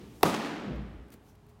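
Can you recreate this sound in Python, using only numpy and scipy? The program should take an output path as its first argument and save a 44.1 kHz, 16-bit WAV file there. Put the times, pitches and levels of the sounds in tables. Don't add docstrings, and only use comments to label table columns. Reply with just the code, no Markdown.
import sys
import numpy as np
from scipy import signal
from scipy.fft import rfft, irfft
from scipy.io import wavfile
from scipy.ndimage import uniform_filter1d

SR = 44100
rng = np.random.default_rng(int(sys.argv[2]) if len(sys.argv) > 2 else 0)


def dump_mix(stems):
    frames = np.atleast_2d(stems).T
    limited = np.clip(frames, -1, 1)
    pcm = np.round(limited * 32767).astype(np.int16)
    wavfile.write(sys.argv[1], SR, pcm)


N = 70560
T = np.arange(N) / SR
HZ = np.fft.rfftfreq(N, 1 / SR)

CATCH_S = .23069
SWING_SHAPE, CHOKE_S, CHOKE_STEEPNESS = 3.52, 0.0082, 11
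TAIL_DB, TAIL_DELAY_S, TAIL_RISE_S = -24, 0.0019, 0.16
ECHO_RISE_S = 0.00069
FLICKER_DB, FLICKER_S, FLICKER_ABOVE_HZ = 1.15, .002, 700
RING_WIDTH_HZ, RING_FADE_S = 25, 0.084
WASH_DB, WASH_DECAY_S = -47, 0.22
HISS_DB, HISS_RISE_S = -62, 0.15
RUMBLE_DB = -57.5
LOW_CUT_HZ, HIGH_CUT_HZ = 39, 16000

# frequency in Hz, level before choking in dB, time to full swing in seconds.
POCKET_MODES = [(125, -31, 0.0086), (214, -27.5, 0.0026), (397, -11.5, 0.0051), (694, -12.5, 0.0092),
                (922, -9.5, 0.0032), (1061, -10.5, .00268), (1400, -19, 0.00082), (2550, -27.5, .002)]

# start in seconds, level in dB, rise and decay in seconds.
SLAPS = [(.2307, -12, .0008, .0008), (.2335, -19.5, .0007, .0018), (.2409, -25.5, .0006, .0007)]
EARLY_REFLECTIONS = [(.2390, -29.5, 0.0032, 0.021), (.2490, -22, 0.0069, 0.044),
                     (.2830, -28, 0.0027, 0.018), (.3425, -27, 0.0041, 0.0045)]
AIR_RUSH = [(.2075, -47, .002, 0.0051), (.2150, -45, 0.017, .003)]
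GEAR_RUSTLES = [(1.114, -54.5, .012, 0.018), (1.136, -50, 0.0044, 0.0029), (1.19, -66, 0.11, 0.02),
                (1.480, -66.5, 0.016, 0.019)]
GEAR_TICKS = [(.758, -57.5, 0.00039, 0.0013), (1.084, -61, 0.00039, .0015), (1.1037, -51, 0.0007, 0.00055),
              (1.35, -64.5, 0.0044, 0.0038), (1.464, -66, 0.0021, .004), (1.487, -63.5, .0005, 0.0011)]
GEAR_BUMPS = [(1.102, -47, 0.0038, 0.0088), (1.142, -48, 0.0045, 0.0039)]

# start in seconds, level in dB, decay in seconds.
WALL_ECHOES = [(0.2495, -24.5, .0012), (0.254, -30, 0.00096), (0.3419, -26.5, 0.0017),
               (0.347, -28.5, 0.0028), (0.3636, -30, 0.0016), (0.4472, -33.5, 0.0022),
               (0.457, -40.5, 0.021)]
# frequency in Hz, relative spectral level in dB, time to fall 60 dB in seconds.
REVERBERATION = [(40, -34.5, 1.5), (85, -36.5, 2.6), (159, 1, 1.7), (290, 0.5, 1.96), (456, -3, 1.69),
                 (800, -0.5, 1.12), (1452, -6.5, 1.412), (3000, -11.5, 1.237), (5490, -17, 0.93),
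                 (8640, -22, 0.72), (15000, -31, 0.61)]
# time in seconds, centre frequency in Hz, level in dB.
RING_GLIDE = [(0.271, 165, -39), (0.398, 215.4, -42.5), (0.478, 289, -39.5), (.60, 299.3, -49.5)]

# start in seconds, level in dB, rise and decay in seconds, centre and width in Hz.
THUMP_AND_BOOMS = [(0.233, -34, 0.008, 0.009, 90, 70), (0.647, -35, 0.039, 0.086, 168, 145),
                   (.60, -42.5, 0.038, 0.096, 316, 320), (.66, -43, 0.017, 0.088, 410, 510),
                   (.685, -36.5, 0.076, 0.099, 57.8, 15.4), (0.778, -39, 0.011, 0.084, 144, 126),
                   (0.918, -42, 0.03515, 0.049, 59.4, 24)]
GEAR_SCRAPE = [(1.278, -71.5, .013, 0.024, 5900, 1100)]

# frequency in Hz, relative level in dB.
SLAP_SPECTRUM = [(100, -8.5), (600, 2.5), (3400, 0), (5000, -3.5), (6000, -8.5), (9000, -12),
                 (12500, -10.5), (16000, -11.5)]
EARLY_SPECTRUM = [(40, -23), (85, -9), (165, 9.5), (260, 4.5), (520, 1), (750, -0.5), (1200, -0.5),
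                  (1700, -11.5), (6000, -21.5), (10000, -24.5), (15000, -32.5)]
ECHO_SPECTRUM = [(100, -12.5), (300, 10.5), (800, 8.5), (1500, 4), (3500, -0.5), (6800, -10), (10000, -18),
                 (16000, -28)]
WASH_SPECTRUM = [(28, -24), (58, 2), (90, -9), (190, 4.5), (400, -1.5), (600, -16), (1500, -22.5),
                 (3200, -23), (6000, -33), (15000, -45.5)]
HISS_SPECTRUM = [(300, -8), (2000, -7.5), (6000, 4), (12000, 1), (16000, 0)]
RUSH_SPECTRUM = [(60, -3.5), (350, 1.5), (1050, -3.5), (1700, -17), (12000, -28)]
GEAR_SPECTRUM = [(200, 8.5), (1000, 5.5), (3000, 1.5), (5000, -2), (8000, -2), (14000, -1)]
BUMP_SPECTRUM = [(40, -20), (250, 6), (1200, -40)]
RUMBLE_SPECTRUM = [(25, -24.5), (48, -6), (114, -4.5), (149, -10.5), (249, -15), (309, -40), (416, -12.5),
                   (451, -34), (560, -25), (818, -22.5), (1790, -35.5), (16000, -51.5)]

# frequency in Hz, level in dB.
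HUM_TONES = [(56, -68.5), (113, -70.5), (420, -72.5)]


def mitt():
    t = np.maximum(T - CATCH_S, 0)
    pop = np.zeros(N)
    for hz, db, peak in POCKET_MODES:
        swing = (t / peak * np.exp(1 - t / peak)) ** SWING_SHAPE
        pop += amp(db) * swing * np.sin(2 * np.pi * hz * t)
    choke = 1 / (1 + (t / CHOKE_S) ** CHOKE_STEEPNESS)
    return pop * choke + bursts(SLAPS, SLAP_SPECTRUM, window=40)


def reverberant_tail():
    rows = np.array(REVERBERATION)
    spectrum = amp(curve(rows[:, :2], HZ))
    spectrum /= np.linalg.norm(spectrum)
    t = np.maximum(T - CATCH_S - TAIL_DELAY_S, 0)
    centres = np.geomspace(40, 16000, 20)
    tail = np.zeros(N)
    for hz, pick in zip(centres, np.eye(len(centres))):
        band = spectrum * np.sqrt(curve(np.c_[centres, pick], HZ))
        t60 = curve(rows[:, ::2], hz)
        decay = np.exp(-np.log(1000) * t / t60)
        tail += np.linalg.norm(band) * steady(noise(band), window=3000) * decay
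    return tail * amp(TAIL_DB) * (1 - np.exp(-t / TAIL_RISE_S))


def hall():
    tail = reverberant_tail()
    flicker = amp(FLICKER_DB * noise(np.exp(-HZ * FLICKER_S)))
    field = tail + bursts(EARLY_REFLECTIONS, EARLY_SPECTRUM, window=500)
    echo_rows = [(start, db, ECHO_RISE_S, decay) for start, db, decay in WALL_ECHOES]
    echoes = bursts(echo_rows, ECHO_SPECTRUM, window=100)
    bass = signal.sosfiltfilt(signal.butter(2, FLICKER_ABOVE_HZ, fs=SR, output="sos"), field)
    return bass + (field - bass) * steady(flicker, window=2000) + echoes


def hollow_ring():
    times, hz, db = np.transpose(RING_GLIDE)
    slow = 1 / (1 + (HZ / RING_WIDTH_HZ) ** 4)
    waver = steady(noise(slow), window=6000)
    drift = noise(slow) / 2
    phase = 2 * np.pi * np.cumsum(np.interp(T, times, hz)) / SR
    ring = unit_rms(waver * np.sin(phase + drift))
    onset = np.clip((T - CATCH_S) / (times[0] - CATCH_S), 0, 1)
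    fade = np.exp(-np.maximum(T - times[-1], 0) / RING_FADE_S)
    return ring * amp(np.interp(T, times, db)) * onset * fade


def thump_and_booms():
    return sum(band_swell(*row, window=1500) for row in THUMP_AND_BOOMS)


def ball_flight():
    wash = steady(noise(amp(curve(WASH_SPECTRUM, HZ))), window=2000)
    wash *= amp(WASH_DB) * np.exp(-T / WASH_DECAY_S)
    hiss = noise(amp(curve(HISS_SPECTRUM, HZ)))
    hiss *= amp(HISS_DB) * np.exp((T - CATCH_S) / HISS_RISE_S) * (T < CATCH_S)
    return wash + hiss + bursts(AIR_RUSH, RUSH_SPECTRUM, window=200)


def gear():
    scrape = sum(band_swell(*row, window=200) for row in GEAR_SCRAPE)
    rustle = bursts(GEAR_RUSTLES + GEAR_TICKS, GEAR_SPECTRUM, window=200)
    return scrape + rustle + bursts(GEAR_BUMPS, BUMP_SPECTRUM, window=500)


def ventilation():
    hum = sum(amp(db) * unit_rms(np.sin(2 * np.pi * (hz * T + rng.random()))) for hz, db in HUM_TONES)
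    return hum + amp(RUMBLE_DB) * noise(amp(curve(RUMBLE_SPECTRUM, HZ)))


def bursts(rows, spectrum, window):
    gain = amp(curve(spectrum, HZ))
    return sum(swell(*row) * steady(noise(gain), window) for row in rows)


def band_swell(start, db, rise, decay, hz, width, window):
    band = 1 / (1 + (2 * (HZ - hz) / width) ** 4) * HZ / (HZ + hz)
    return swell(start, db, rise, decay) * steady(noise(band), window)


def swell(start, db, rise, decay):
    t = T - start
    return amp(db) * np.clip(t / rise, 0, 1) * np.exp(-np.maximum(t - rise, 0) / decay)


def noise(gain):
    return unit_rms(irfft(rfft(rng.standard_normal(N)) * gain, N))


def steady(x, window):
    return x / np.sqrt(abs(uniform_filter1d(x ** 2, int(window), mode="wrap")) + 1e-12)


def curve(points, hz):
    frequencies, values = np.transpose(points)
    return np.interp(np.log(hz + 1), np.log(frequencies + 1), values)


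def unit_rms(x):
    return x / np.sqrt(np.mean(x ** 2) + 1e-20)


def amp(db):
    return 10 ** (np.asarray(db) / 20)


def scene():
    catch = mitt() + hall() + hollow_ring() + thump_and_booms()
    return (catch + gear() + ball_flight() + ventilation())[None]


def record(dry):
    low_cut = signal.butter(4, LOW_CUT_HZ, "high", fs=SR, output="sos")
    high_cut = signal.firwin(511, HIGH_CUT_HZ, window=("kaiser", 9), fs=SR)
    return signal.oaconvolve(signal.sosfilt(low_cut, dry), high_cut[None], "same")


dry = scene()
out = record(dry)
dump_mix(out)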